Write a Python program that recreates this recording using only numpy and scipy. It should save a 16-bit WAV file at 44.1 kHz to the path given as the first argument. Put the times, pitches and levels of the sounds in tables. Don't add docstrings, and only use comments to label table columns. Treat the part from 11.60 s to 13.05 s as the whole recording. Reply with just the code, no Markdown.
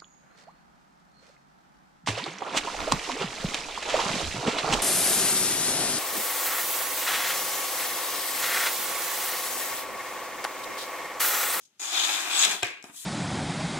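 import sys
import numpy as np
from scipy import signal
from scipy.fft import rfft, irfft
from scipy.io import wavfile

SR = 44100
rng = np.random.default_rng(int(sys.argv[2]) if len(sys.argv) > 2 else 0)


def rack_gain(trim_db):
    fader = np.asarray(trim_db, float)
    return 10 ** (fader / 20)


def log_audio(samples):
    frames = np.atleast_2d(samples).T
    limited = np.clip(frames, -1, 1)
    pcm = np.round(limited * 32767).astype(np.int16)
    wavfile.write(sys.argv[1], SR, pcm)


N = 63945

# frequency in Hz, level in dB per Hz.
FLOOR_SPECTRUM = [(35, -43), (60, -29), (123, -12.5), (209, -13), (577, -21.5), (2980, -19), (15000, -32.5)]
# frequency in Hz, share of power common to both (0 to 1).
SHARED_POWER = [(150, 0.95), (800, 1), (1800, 0.069), (3600, 0.57), (6000, 0.12), (9000, 0.053),
                (15000, 0.72)]
# frequency in Hz, width in Hz, boost in dB.
LEFT_PORT = [(3740, 1230, 5), (6690, 2200, 5), (15020, 980, 10), (4750, 1320, -3)]
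RIGHT_PORT = [(3690, 126, -19.5), (5230, 1860, 3.5), (8100, 910, 2.5), (14300, 15000, -6)]

# middle in seconds, length in seconds, level in dB.
FLAPS = [
    (0.397, 0.025, -62),
    (0.586, 0.016, -74),
    (0.892, 0.029, -41.5),
    (0.95, 0.013, -46.5),
    (1.277, 0.067, -70),
]
# frequency in Hz, level in dB per Hz.
FLAP_SPECTRUM = [(60, -13), (110, -18), (180, 6.5), (300, 2.5), (450, 12), (1000, -49)]

# time in seconds, peak in dB, softness in seconds.
TOUCHES = [
    (1.2414, -28.5, 0.000093),
    (1.294, -27, 0.00053),
    (1.343, -41, 0.00032),
]
# frequency in Hz, level in dB, T60 in seconds.
TABLE_MODES = [(241, -24.5, 0.098), (289, -18, 0.14), (402, -12, .015), (703, -13, 0.047),
               (1260, -5.5, 0.013)]

# time in seconds, level in dB.
GRIP_SHIFT = [(0, -67), (.015, -61.5), (.027, -69), (.036, -56), (.046, -71), (.054, -60.5), (.07, -71),
              (.15, -102), (.192, -67)]
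# time in seconds, level in dB.
FINGER_SLIDE = [(1.222, -85), (1.232, -63), (1.255, -56), (1.31, -61), (1.328, -57), (1.345, -49),
                (1.375, -43), (1.425, -43), (1.449, -46)]
# frequency in Hz, level in dB per Hz.
GRIP_SPECTRUM = [(1500, -31), (3000, -9), (4500, -8.5), (6500, -1), (8000, -11), (10000, -11.5),
                 (15000, -14)]
SLIDE_SPECTRUM = [(1000, -22.5), (2400, -15.5), (3600, -6), (5000, -12.5), (6500, -6), (8500, -2),
                  (10000, -2), (15000, -7)]

# start in seconds, attack in seconds, peak in dB, T60 in seconds.
RUSTLES = [
    (1.036, 0.012, -35, 0.44),
    (1.425, 0.0063, -57.5, 0.24),
]
# start in seconds, attack in seconds, peak in dB, T60 in seconds.
SETTLES = [
    (1.244, 0.0039, -49.5, 0.16),
    (1.282, 0.018, -53.5, 0.099),
    (1.335, 0.0083, -55.5, 0.046),
]
# frequency in Hz, level in dB per Hz.
RUSTLE_SPECTRUM = [(100, -33), (300, -5.5), (700, -13), (1500, -3.5), (2400, 4.5), (3500, -3.5),
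                   (5000, -13), (9000, -29)]
# frequency in Hz, width in Hz, boost in dB.
RUSTLE_MODES = [(360, 68, 12.5), (1100, 180, 7), (1630, 84, 10.5), (2340, 550, 1.5)]
# frequency in Hz, width in Hz.
FREED_STRIP_MODES = [(2280, 120), (2470, 80)]

# time in seconds, peak in dB, length in seconds, crack share in dB, thud share in dB.
SNAPS = [
    (1.0246, -15, 0.0094, -30, -11),
    (1.0303, -5.5, 0.0024, 4, -6),
    (1.2254, -46.5, 0.0019, 22.5, -17),
    (1.2410, -31.5, 0.0021, 10.5, 2),
    (1.0326, -8, 0.0013, -25, -4.5),
    (1.04, -42.5, 0.0015, -9.5, 2),
]
# frequency in Hz, left level in dB, right level in dB, T60 in seconds.
STRIP_MODES = [(934, -10, -13.5, 0.015), (1630, -52, -15.5, 0.028), (2470, -28, -7, 0.038),
               (3240, 3.5, -22, 0.0022), (3870, -17.5, -5, 0.0044)]
# frequency in Hz, left level in dB, right level in dB, T60 in seconds.
CRACK_MODES = [(5400, -8.5, -20, 0.0038), (6700, -10.5, -37, 0.0025), (7630, -10, -28, 0.0061),
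               (10860, -38, -14, 0.0031)]
# frequency in Hz, level in dB, T60 in seconds.
THUD_MODES = [(123.6, -10.5, 0.1), (390, 1.5, 0.033), (707, 6, 0.068), (1184, -1, 0.053)]

# time in seconds, blade force in dB, edge brightness in dB, sheet shake in dB.
CUT = [(.193, -75, 6, 0), (.197, -50, 9, 4), (.226, -42, 7, 2), (.31, -37, 1, -2), (.345, -32, 0, 1),
       (.398, -27, -3, -6), (.47, -31, 2, 2), (.55, -32, 1, 1), (.612, -37, 2, 4), (.692, -39, 0, 6),
       (.716, -31.5, -2, 0), (.79, -30, 3, -2), (.855, -24.5, 1, -2), (.862, -32, -1, 3), (.89, -32, -3, 0),
       (.918, -32, 2, 1), (.95, -38, 0, 2), (1.022, -46, -9, -3)]
# time in seconds, body ring in dB, lower edge ring in dB, upper edge ring in dB.
BEND = [(.19, -1, 12, -16), (.3, 1.5, 5, -17), (.36, 1, 1.5, -21), (.395, 0, 1.5, -15), (.46, 0, 3, -20),
        (.5, -2.5, -4, -20), (.545, 0, 9.5, -7), (.63, -3, -23, -15), (.70, -1.5, -29, 3),
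        (.76, 2, -18, 11.5), (.79, -1, 7.5, 1), (.856, 4.5, 10, 6), (.866, -2, -21, -15), (.91, 2, -9, 5),
        (.96, -1, -13, -6), (1.03, -2, -10, -6)]
# time in seconds, surge in dB, length in seconds.
SURGES = [(0.218, 0.5, 0.0017), (0.223, 2.5, 0.0016), (0.343, 4, 0.001), (0.397, 5.5, 0.003),
          (0.443, 4, 0.0042), (0.452, 5.5, 0.0026), (0.494, 6, 0.0024), (0.559, 2, .003),
          (0.753, 2.5, .003), (0.78, 4.5, .003), (0.798, 5, 0.0042), (0.817, 3, 0.0011),
          (0.826, 5.5, 0.0013), (0.838, 1, 0.0013), (0.85, -3, 0.0046), (0.851, 5.5, 0.0012),
          (0.924, 0, 0.0023)]
# frequency in Hz, level in dB per Hz.
EDGE_SPECTRUM = [(1200, -5.5), (2500, -67), (4000, -2), (7000, -2.5), (8600, -4.5), (9600, -7),
                 (15000, -8.5)]
SHEET_SPECTRUM = [(100, -32.5), (200, -18), (350, 7.5), (500, -13), (750, -5), (1300, -0.5), (2500, -0.5),
                  (4500, -10.5)]
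# frequency in Hz, level in dB per Hz.
BODY_SPECTRUM = [(1800, -16), (2950, -9), (3500, 0), (4200, -9), (6000, -22), (12000, -40)]
# frequency in Hz, width in Hz.
EDGE_RINGS = [(6830, 345), (7700, 440)]
# frequency in Hz, width in Hz, boost in dB.
SHEET_MODES = [(359, 140, -7.5), (760, 250, 6), (1360, 200, 1.5), (1626, 60, 5), (2466, 200, 6)]


def rms_one(x):
    return x / np.sqrt(np.mean(x ** 2) + 1e-20)


def in_time(rows):
    s, first, *rest = np.transpose(rows)
    t = np.arange(N) / SR
    return [np.interp(t, s, first, left=-120, right=-120)] + [np.interp(t, s, c) for c in rest]


def at_hz(points, hz):
    points_hz, values = np.transpose(points)
    return np.interp(np.log(hz + 1), np.log(points_hz), values)


def bump(middle_s, length_s):
    return np.exp(-.5 * ((np.arange(N) / SR - middle_s) / length_s) ** 2)


def swell(rows, faster=1):
    t = np.arange(N) / SR
    total = 0
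    for s, attack_s, db, t60_s in rows:
        release_db = faster * 60 * np.maximum(t - s - attack_s, 0) / t60_s
        total = total + np.clip((t - s) / attack_s, 0, 1) * rack_gain(db - release_db)
    return total


def drift(rate_hz):
    r = np.exp(-2 * np.pi * rate_hz / SR)
    slow = signal.lfilter([1], [1, -2 * r, r * r], rng.standard_normal(N + SR))[SR:]
    return 2 * np.tanh(rms_one(slow) / 1.8)


def boost(x, peaks):
    for hz, width_hz, db in peaks:
        g, w = rack_gain(db / 2), 2 * np.pi * hz / SR
        a = np.sin(w) * width_hz / hz / 2
        x = signal.lfilter([1 + a * g, -2 * np.cos(w), 1 - a * g], [1 + a / g, -2 * np.cos(w), 1 - a / g], x)
    return x


def resonate(x, hz, width_hz):
    r = np.exp(-np.pi * width_hz / SR)
    zeros = np.array([1, 0, -1]) * (1 - r * r) / 2
    return signal.lfilter(zeros, [1, -2 * r * np.cos(2 * np.pi * hz / SR), r * r], x)


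def ring(clicks, hz, t60_s):
    r, w = rack_gain(-60 / (t60_s * SR)), 2 * np.pi * hz / SR
    return signal.lfilter([0, np.sin(w)], [1, -2 * r * np.cos(w), r * r], clicks + 1e-18)


def struck(clicks, modes):
    light = signal.lfilter(*signal.butter(2, modes[0][0] / 2, "high", fs=SR), clicks)
    return sum(rack_gain([[left_db], [right_db]]) * ring(light, hz, t60_s) for hz, left_db, right_db, t60_s in modes)


def grains(per_s, spread_db, clump_db, clumps_per_s, spectrum, tilt_db=0):
    left_lag_s = 0.000099
    born = rng.random((3, N)) < per_s / SR
    sizes = rack_gain(spread_db * np.minimum(rng.exponential(1, (3, N)), 5)) * rng.choice([-1, 1], (3, N))
    both, left, right = rfft(born * sizes * rack_gain(clump_db * drift(clumps_per_s)))
    hz = np.arange(len(both)) * SR / N
    share = np.clip(at_hz(SHARED_POWER, hz), 0, 1)
    late = np.exp(-2j * np.pi * hz * left_lag_s)
    pair = np.sqrt(share) * np.array([both * late, both]) + np.sqrt(1 - share) * np.array([left, right])
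    colour_db = at_hz(spectrum, hz) + tilt_db * np.log2((hz + 1) / 1000)
    colour_db = colour_db - 12 * np.log2(np.maximum(spectrum[0][0] / (hz + 1), 1))
    return rms_one(irfft(pair * rack_gain(colour_db), N))


def floor():
    return rack_gain(-69) * grains(17000, 0.91, 3.0, 2.9, FLOOR_SPECTRUM)


def room(x):
    t60_s, wall_cut_hz = 0.27, 26000
    out, dull = np.zeros((2, N)), np.exp(-2 * np.pi * wall_cut_hz / SR)
    for k, lag in enumerate((rng.uniform(.008, .03, 16) * SR).astype(int)):
        loop, gain, state = x.copy(), rack_gain(-60 * lag / SR / t60_s), [0.]
        for i in range(lag, N, lag):
            back, state = signal.lfilter([gain * (1 - dull)], [1, -dull], loop[i - lag:i], zi=state)
            loop[i:i + lag] += back[:N - i]
        out[k % 2] += (loop - x) * (-1) ** (k // 2)
    return out


def flaps():
    wave = sum(rack_gain(db) * bump(s, length_s) for s, length_s, db in FLAPS)
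    return wave * grains(2800, 3.9, 3.1, 20, FLAP_SPECTRUM)


def touches():
    table_low_hz = 168
    push = 0
    for s, db, soft_s in TOUCHES:
        press = bump(s + 2 * soft_s, soft_s)
        push = push + rack_gain(db) * press / press.sum()
    push = signal.lfilter(*signal.butter(2, table_low_hz, "high", fs=SR), push)
    return sum(rack_gain(db) * ring(push, hz, t60_s) for hz, db, t60_s in TABLE_MODES)


def slide():
    early_db = in_time(GRIP_SHIFT)[0]
    late_db = in_time(FINGER_SLIDE + [(N / SR, FINGER_SLIDE[-1][1])])[0]
    rasp = rack_gain(early_db) * grains(6600, 0.83, 1.7, 120, GRIP_SPECTRUM)
    return rasp + rack_gain(late_db) * grains(19100, 3.2, 0.74, 60, SLIDE_SPECTRUM)


def rustle():
    top_db, top_faster = -7.5, 2.06
    ring_db, ring_t60_s = -38, .5
    low = swell(RUSTLES) * rms_one(boost(grains(4000, 2, 1.5, 70, RUSTLE_SPECTRUM), RUSTLE_MODES))
    top = rack_gain(top_db) * swell(RUSTLES, top_faster) * grains(7000, 6.4, 1.2, 54, EDGE_SPECTRUM)
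    shake = grains(4000, 4.2, 1.0, 46, RUSTLE_SPECTRUM)
    rings = rms_one(sum(ring(shake, hz, 2 / width_hz) for hz, width_hz in FREED_STRIP_MODES))
    rings = swell([(RUSTLES[0][0], .01, ring_db, ring_t60_s)]) * rings
    contact = rms_one(boost(grains(4000, 2, 2, 60, SHEET_SPECTRUM, tilt_db=-4), SHEET_MODES))
    return low + top + rings + swell(SETTLES) * contact


def snaps():
    snap_cut_hz, tear_n = 9300, 600
    strip, crack, thud = np.zeros((3, N))
    for s, db, length_s, crack_db, thud_db in SNAPS:
        at, fade = int(s * SR), np.exp(-np.arange(tear_n) / (length_s * SR))
        run = rack_gain(db) * rng.standard_normal(tear_n) * fade / np.sqrt(np.sum(fade ** 2))
        strip[at:at + tear_n] += run
        crack[at:at + tear_n] += rack_gain(crack_db) * run
        thud[at] = rack_gain(db + thud_db)
    near = struck(strip, STRIP_MODES) + struck(crack, CRACK_MODES)
    near = signal.lfilter(*signal.butter(2, snap_cut_hz, fs=SR), near)
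    return near + sum(rack_gain(db - 19) * ring(thud, hz, t60_s) for hz, db, t60_s in THUD_MODES)


def fine_modes(x):
    level_db, width_hz, wander_db, wanders_per_s = -7, 80, 4, 12
    out = 0
    for hz in np.geomspace(500, 9000, num=48) * rng.uniform(.97, 1.03, 48):
        mode = resonate(x, hz, width_hz * max(hz / 2500, 1) ** 1.47)
        weight = np.sqrt(min(hz, 2500) / 1000) * min(2500 / hz, 1) ** 0.21
        out = out + weight * rack_gain(wander_db * drift(wanders_per_s)) * mode
    return x + rack_gain(level_db) * out


def cut():
    fibres = dict(per_s=7100, spread_db=3, clump_db=1.38, clumps_per_s=240)
    force_db, bright_db, shake_db = in_time(CUT)
    body_db, *rings_db = in_time(BEND)
    surge_db = 1.15 * sum(db * bump(s, length_s) for s, db, length_s in SURGES)
    hiss = grains(**fibres, spectrum=EDGE_SPECTRUM)
    edge = hiss
    for db, (hz, width_hz) in zip(rings_db, EDGE_RINGS):
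        edge = edge + (rack_gain(db + surge_db) * resonate(hiss, hz, width_hz))
    body = grains(**fibres, spectrum=BODY_SPECTRUM)
    sheet = rms_one(boost(grains(3000, 1.6, 0.95, 33, SHEET_SPECTRUM), SHEET_MODES))
    edge = rack_gain(bright_db + 0.13 * surge_db - 6.5) * edge
    body = rack_gain(body_db + surge_db - 3.5) * body
    return rack_gain(force_db) * (edge + body + rack_gain(shake_db - 3) * sheet)


def scene():
    paper = fine_modes(cut() + rustle() + slide()) + snaps() + touches() + flaps()
    return paper + rack_gain(-15) * room(paper.mean(axis=0)) + floor()


def roll_off(x):
    return signal.sosfilt(signal.butter(12, 16640, fs=SR, output="sos"), x)


def record(dry):
    low_cut_hz, top_cut_hz = 75, 16050
    ports = np.array([rack_gain(-1) * boost(dry[0], LEFT_PORT), rack_gain(-3) * boost(dry[1], RIGHT_PORT)])
    ports = signal.sosfilt(signal.butter(3, low_cut_hz, "high", fs=SR, output="sos"), ports)
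    ports = signal.sosfilt(signal.cheby2(12, 60, top_cut_hz, fs=SR, output="sos"), ports)
    return roll_off(ports)


dry = scene()
out = record(dry)
log_audio(out)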